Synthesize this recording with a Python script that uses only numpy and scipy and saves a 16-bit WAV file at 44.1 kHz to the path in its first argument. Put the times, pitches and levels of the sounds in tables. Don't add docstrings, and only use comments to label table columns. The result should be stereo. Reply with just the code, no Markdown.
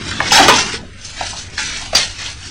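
import sys
import numpy as np
from scipy import signal
from scipy.io import wavfile
from scipy.ndimage import uniform_filter1d, map_coordinates

SR = 44100
rng = np.random.default_rng(int(sys.argv[2]) if len(sys.argv) > 2 else 0)


def wrap_up_sound(samples):
    columns = np.atleast_2d(samples).T
    tamed = np.clip(columns, -1, 1)
    steps = np.round(tamed * 32767).astype(np.int16)
    wavfile.write(sys.argv[1], SR, steps)


def voltage_ratio(level):
    return 10 ** (np.asarray(level, float) / 20)


N = 110250

# (time [s], level [dB], brightness [dB per octave], left over right [dB])
CLIMB_RUB = [
    (0.0, -31.5, -4.5, 0),
    (0.082, -29.5, -0.5, -16),
    (0.178, -28, -2.5, -7.5),
    (0.2, -30.5, -5.5, -18.5),
    (0.282, -19.5, -2, -4),
    (0.3, -22.5, 0, 5),
]
KICK_RUB = [
    (.305, -24, 0, -4),
    (.31, -17, 0, -4),
    (.318, -17, 0, -3),
    (.320, -10, 1, -3),
    (.37, -9, 0, -2),
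    (.41, -11, -3, -1),
    (.44, -11, -1, -1),
    (.465, -15, -1, -1),
    (.482, -18, -1, -1),
]
BOLT_RUB = [
    (0.482, -4.5, -3, -2),
    (.535, -14, -1.5, -0.24),
    (0.593, -13.5, 2.5, -0.47),
    (0.642, -22, -0.1, -1.7),
    (0.754, -24, -1.7, -1.3),
    (.83, -50.5, -1.5, 0),
]
# (time [s], level [dB], brightness [dB per octave], left over right [dB])
GATHER_RUB = [
    (1.0, -44, -2, -2),
    (1.046, -31, 2.5, 0),
    (1.146, -38.5, 0.5, -15.5),
    (1.206, -25, -4.5, -6),
    (1.29, -26.5, 5, -5.5),
    (1.35, -31, 3, -2.5),
    (1.391, -29.5, 4.5, -7),
    (1.501, -42, 1, -2.5),
]
PULL_RUB = [
    (1.572, -32.5, 0, -3),
    (1.58, -23.5, 1, -3),
    (1.66, -26.5, 4.5, -1),
    (1.71, -27, 0, 0),
    (1.77, -25.5, 1.5, -1),
    (1.86, -31, 1.5, -7),
    (1.912, -42, 8, -2),
    (1.924, -38, 4, -9),
    (1.93, -25, -1, -7.5),
]
SNAP_RUB = [(1.9485, -26, 0, -4), (1.9502, -10, 1.5, -4), (1.99, -16, 2.5, -2), (2.05, -21, 2, -2),
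            (2.08, -28, 2, -1), (2.17, -35, 2, -3), (2.21, -27, 0, -6), (2.26, -26, 1, -3),
            (2.33, -30, 1, -3), (2.345, -40, 2, -1), (2.5, -32, 5, -7)]
# (pitch [Hz], level [dB per Hz])
RUSTLE_COLOUR = [(300, -16), (600, -30), (900, -14), (1510, 0.5), (3000, 2), (6250, 1.5), (9000, -17.5),
                 (10400, -23.5)]
# (time [s], level [dB])
FLOOR_RUMBLE = [
    (0.0, -24.5),
    (0.46, -20.5),
    (0.62, -25.5),
    (0.83, -26.5),
    (1.01, -42),
    (1.87, -32.5),
    (2.12, -43),
    (2.36, -44.5),
    (2.5, -32),
]
# (pitch [Hz], level [dB per Hz])
HUM_COLOUR = [(12, -30), (20, 8), (100, -1), (619, -21.5), (1710, -13.5), (2210, -19.5), (5360, -27.5),
              (9010, -32), (10000, -36), (13000, -66), (22000, -120)]
# (pitch [Hz], left-right likeness [0 to 1])
LIKENESS = [(40, .95), (180, .95), (400, .6), (2000, .55), (4500, .15), (9000, .4)]
# (time [s], peak [dB], pitch [Hz], ring fade [s], scuff fade [s])
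PAW_KNOCKS = [(.112, -11, 1580, 0.0085, 0.11), (.2035, 2.5, 1757, 0.014, 0.02),
              (.2065, -5.5, 843, 0.021, 0.087), (.319, -2.5, 824, 0.03, 0.78), (.385, 2, 860, 0.03, 0.19),
              (.40, -5, 292, 0.05, 0.43), (.431, -3, 2990, 0.033, 0.093), (.436, -6, 2050, 0.016, 0.035),
              (.484, 6.5, 1216, 0.023, 0.11), (.486, -1, 440, 0.02, 0.15), (.484, 4, 570, 0.017, 0.063),
              (.484, -4, 180, 0.027, 0.12), (.2035, -14, 3200, 0.006, 0.017), (.2055, -17, 587, .02, 0.13),
              (.204, -6, 1190, 0.01, 0.028), (.497, 2, 965, 0.058, 0.15), (.522, -4.5, 878, 0.042, 0.31),
              (.525, -9.5, 240.5, 0.1, 0.27), (.74, -19.5, 400, 0.037, 0.16),
              (.835, -24.5, 490, 0.01, 0.08)]
LACE_KNOCKS = [(1.210, -9.5, 754, 0.035, 0.16), (1.269, -14.5, 5630, 0.012, 0.018),
               (1.33, -20.5, 816, 0.019, 0.17), (1.579, -12, 1710, 0.035, 0.55),
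               (1.59, -16, 2240, 0.01, 0.76), (1.58, -15, 4280, 0.016, 1), (1.59, -27, 860, 0.1, 0.061),
               (1.763, -13.5, 2930, 0.0066, 0.037), (1.81, -22, 880, 0.0081, 0.4),
               (1.931, -10, 648, 0.043, 0.21), (1.933, -19.5, 1120, 0.027, 0.079),
               (1.9502, -5.5, 1170, 0.0065, 0.049), (1.9525, 0.5, 4740, 0.043, 0.15),
               (1.954, -12.5, 8200, 0.012, 0.23), (2.19, -23, 1940, .03, 0.19),
               (2.28, -36, 917, 0.07, 0.21)]
CLAW_KNOCKS = [(.068, -16, 2050, 0.0078, .04), (.112, -18, 5400, 0.0053, 0.039),
               (.2005, -19, 2480, 0.0027, 0.035), (.217, -8, 1810, 0.013, .06),
               (.311, -6, 2840, 0.014, .05), (.322, -5, 5100, 0.015, 0.14), (.356, -0.5, 5376, .02, 0.14),
               (.362, -4, 904, 0.037, 0.13), (.33, -3.5, 1410, 0.023, 0.43), (.354, -1.5, 1600, .015, 0.3),
               (.39, -1, 1450, 0.018, .2), (.377, -2.5, 2850, 0.02, 0.052), (.397, 3, 765, 0.047, 0.12),
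               (.406, -2.5, 756, 0.032, 0.046), (.416, -4, 1980, 0.02, 0.15), (.460, -4, 880, 0.03, .04),
               (.510, -1, 1020, 0.057, 0.047), (.547, -5.5, 1025, 0.019, 0.093),
               (.582, -7, 1390, 0.037, 0.055), (.601, -10, 4030, 0.0055, .04)]
MORE_LACE_KNOCKS = [(1.014, -28, 5160, 0.0072, .05), (1.0495, -18.5, 5170, 0.013, 0.15),
                    (1.367, -16.5, 3780, 0.008, 0.19), (1.595, -14, 1650, .02, .12),
                    (1.63, -21, 6700, 0.028, 0.16), (1.763, -24, 4400, .006, .03),
                    (1.96, -17, 4560, 0.0065, 0.047), (1.9665, -5, 5100, 0.0072, 0.032),
                    (1.971, -1, 3500, .008, 0.11), (2.005, -18, 2300, 0.019, 0.044),
                    (2.031, -5, 4030, .004, .02), (2.215, -23.5, 1960, 0.025, 0.49),
                    (2.263, -15, 3500, 0.0085, 0.12), (1.58, -20.5, 1030, 0.017, 0.097),
                    (1.9505, -11, 702, 0.024, 0.088), (2.43, -27.5, 3000, 0.021, 0.27)]

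GRAINS_PER_S, GRAIN_SPREAD_DB, GRAIN_CYCLES = 7000, -1, 21.8
PAN_DB_PER_OCTAVE, KNOCK_PAN_DB_PER_OCTAVE, KNOCK_PAN_DB = 0.5, -2, -0.5
HUM_DB = -37
MOTOR_HZ, MOTOR_WIDTH_HZ, MOTOR_DB = 88.5, 12.5, -39
KNOCK_RISE_CYCLES = 0.89
SCUFF_DB, SCUFF_WIDTH = -12.5, 0.25
CRACK_DB, CRACK_T60_S = -21.5, 0.0027
ROOM_T60_S, ROOM_DB, ROOM_LOW_HZ, WALL_CUT_HZ = 0.3, -13, 400, 5000
HOLE_HZ, HOLE_S, HOLE_DB, HOLE_RARITY = 85, 0.085, -26, 1.15
PATCH_DB = 3.6
MASKED_PER_DB = 0.45
ONSET_OPENS_PER_DB = 0.4
SEAM_HZ, SEAM_WIDTH_HZ, SEAM_DB = 6750, 110, -15
MIC_CUT_HZ, PORT_OFFSET = 10500, -0.007
CLIP_TOP, CLIP_HARDNESS = 0.97, 24


def in_time(rows):
    s, *columns = np.transpose(rows)
    return [np.interp(np.arange(N) / SR, s, column) for column in columns]


def at_hz(points, hz):
    table_hz, value = np.transpose(points)
    return np.interp(np.log(hz), np.log(table_hz), value)


def rms_one(x):
    return x / np.sqrt(np.mean(x ** 2) + 1e-20)


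def lean(db):
    return np.array([[0.5], [-0.5]]) * db


def drift(rate):
    r = np.exp(-80 * np.pi * rate / SR)
    draws = rng.standard_normal(N // 40 + 2002)
    slow = signal.lfilter([1], [1, -2 * r, r * r], draws)[2000:]
    return np.interp(np.arange(N) / 40, np.arange(len(slow)), rms_one(slow))


def ring(clicks, hz, t60):
    r, w = voltage_ratio(-60 / (t60 * SR)), 2 * np.pi * hz / SR
    return signal.lfilter([0, np.sin(w)], [1, -2 * r * np.cos(w), r * r], clicks + 1e-18)


def spread(pair, hz):
    alike = np.clip(at_hz(LIKENESS, hz), 0, 1)
    shared = np.sqrt((1 + alike) / 2) * pair[0]
    opposite = np.sqrt((1 - alike) / 2) * pair[1] * [[1], [-1]]
    return shared + opposite


def rustle():
    rubs = np.vstack([CLIMB_RUB, KICK_RUB, BOLT_RUB, GATHER_RUB, PULL_RUB, SNAP_RUB])
    level_db, tilt_db, pan_db = in_time(rubs)
    sizes = voltage_ratio(GRAIN_SPREAD_DB * np.minimum(rng.exponential(1, (2, N)), 5))
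    sizes = sizes * rng.choice([-1, 1], (2, N))
    chance = GRAINS_PER_S * voltage_ratio(2.5 * drift(40)) / SR
    catches = sizes * (rng.random((2, N)) < chance)
    group = rng.integers(0, 12, (2, N))
    out = 0
    for k, hz in enumerate(np.geomspace(350, 10600, 36)):
        patch = rms_one(ring(catches * (group == k % 12), hz, GRAIN_CYCLES / hz))
        gain_db = at_hz(RUSTLE_COLOUR, hz) + tilt_db * np.log2(hz / 4000) + 1.27 * drift(6.2)
        pan = lean(PAN_DB_PER_OCTAVE * np.log2(hz / 1500))
        out = out + voltage_ratio(gain_db + pan) * np.sqrt(hz) * spread(patch, hz)
    loudness = np.sqrt(uniform_filter1d(np.mean(out ** 2, axis=0), size=6000))
    return out / loudness * voltage_ratio(level_db + 1.5) * voltage_ratio(lean(pan_db))


def shake():
    level_db, = in_time(FLOOR_RUMBLE)
    band = signal.butter(2, [28.6, 350], "band", fs=SR, output="sos")
    rumble = rms_one(signal.sosfilt(band, rng.standard_normal((2, N))))
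    return voltage_ratio(level_db - 6.5 + 1.4 * drift(29)) * spread(rumble, 100)


def hum():
    edges = 20 * 2 ** np.arange(0, 9.1, 0.5)
    white = rng.standard_normal((2, 2, N))
    out = 0
    for k, (low, high) in enumerate(zip(edges, edges[1:])):
        hz = np.sqrt(low * high)
        band = signal.butter(2, [low, high], "band", fs=SR, output="sos")
        noise = signal.sosfilt(band, white[k % 2])
        out = out + voltage_ratio(at_hz(HUM_COLOUR, hz) + 4.4 * drift(2.1)) * spread(noise, hz)
    drone = rms_one(ring(rng.standard_normal((2, N)), MOTOR_HZ, 2.8 / MOTOR_WIDTH_HZ))
    return voltage_ratio(HUM_DB) * rms_one(out) + voltage_ratio(MOTOR_DB) * spread(drone, MOTOR_HZ)


def knocks():
    out = np.zeros((2, N + SR))
    t = np.arange(SR // 2) / SR
    contacts = list(PAW_KNOCKS) + list(LACE_KNOCKS) + list(CLAW_KNOCKS) + list(MORE_LACE_KNOCKS)
    for s, db, hz, t60, scuff_t60 in contacts:
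        noise = rng.standard_normal((2, len(t)))
        rise = np.sin(np.pi / 2 * np.minimum(t * hz / KNOCK_RISE_CYCLES, 1)) ** 2
        blow = np.sin(2 * np.pi * hz * t) * voltage_ratio(-60 * t / t60) * rise
        edges = [hz / (1 + SCUFF_WIDTH), hz * (1 + SCUFF_WIDTH)]
        band = signal.butter(2, edges, "band", fs=SR, output="sos")
        scuff = spread(rms_one(signal.sosfilt(band, noise)), hz)
        scuff = scuff * voltage_ratio(SCUFF_DB - 60 * (t / scuff_t60) ** 1.32) * rise
        crack = noise[0] * voltage_ratio(CRACK_DB - 60 * t / CRACK_T60_S)
        pan = lean(KNOCK_PAN_DB_PER_OCTAVE * np.log2(hz / 1500))
        i = int(s * SR)
        out[:, i:i + len(t)] += voltage_ratio(db + pan) * (blow + scuff + crack)
    return out[:, :N] * voltage_ratio(lean(KNOCK_PAN_DB))


def room(x):
    out = np.zeros((2, N))
    dull = np.exp(-2 * np.pi * WALL_CUT_HZ / SR)
    lags = (rng.uniform(0.010, 0.03, 12) * SR).astype(int)
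    for k, lag in enumerate(lags):
        loop, state = x.copy(), [0.]
        gain = voltage_ratio(-60 * lag / SR / ROOM_T60_S)
        for i in range(lag, N, lag):
            back, state = signal.lfilter([gain * (1 - dull)], [1, -dull], loop[i - lag:i], zi=state)
            loop[i:i + lag] += back[:N - i]
        out[k % 2] += (loop - x) * (-1) ** (k // 2)
    return out


def patchy_spots(x):
    hz, s, bins = signal.stft(x, SR, nperseg=1024, noverlap=768)
    step_hz, step_s = np.meshgrid(hz / HOLE_HZ, s / HOLE_S, indexing="ij")
    field = map_coordinates(rng.standard_normal((400, 120)), [step_hz, step_s], order=3)
    energy = np.abs(bins) ** 2
    power = uniform_filter1d(np.mean(energy, axis=0), size=9, axis=1) + 1e-14
    narrow = uniform_filter1d(power, size=3, axis=0)
    wide = uniform_filter1d(power, size=21, axis=0)
    contrast_db = 10 * np.log10(narrow / wide)
    openness = field + MASKED_PER_DB * np.maximum(contrast_db, -3.0) + np.maximum(contrast_db + 3, 0)
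    now = np.sum(energy, axis=(0, 1)) + 1e-14
    onset_db = np.maximum(10 * np.log10(now / uniform_filter1d(now, size=15)), 0)
    openness = openness + ONSET_OPENS_PER_DB * onset_db
    patch_db = PATCH_DB * field * np.clip(hz / 1500 - 0.6, 0, 1)[:, None]
    hole_db = HOLE_DB / (1 + np.exp(6.0 * (openness + HOLE_RARITY)))
    seam_db = SEAM_DB * np.exp(-((hz - SEAM_HZ) / SEAM_WIDTH_HZ) ** 2)
    gain_db = (patch_db + hole_db) * np.clip(hz / 600 - 0.4, 0, 1)[:, None] + seam_db[:, None]
    return signal.istft(bins * voltage_ratio(gain_db), SR, nperseg=1024, noverlap=768)[1][:, :N]


def scene():
    near = rustle() + knocks()
    no_bass = signal.butter(2, ROOM_LOW_HZ, "high", fs=SR, output="sos")
    echoes = signal.sosfilt(no_bass, room(near.mean(axis=0)))
    return near + voltage_ratio(ROOM_DB) * echoes + shake() + hum()


def low_pass(x):
    return signal.sosfilt(signal.butter(12, 15920, fs=SR, output="sos"), x)


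def record(dry):
    mic = signal.cheby2(16, 50, MIC_CUT_HZ, fs=SR, output="sos")
    x = signal.sosfilt(mic, patchy_spots(dry)) + PORT_OFFSET
    mix = x / (1 + np.abs(x / CLIP_TOP) ** CLIP_HARDNESS) ** (1 / CLIP_HARDNESS)
    return low_pass(mix)


dry = scene()
out = record(dry)
wrap_up_sound(out)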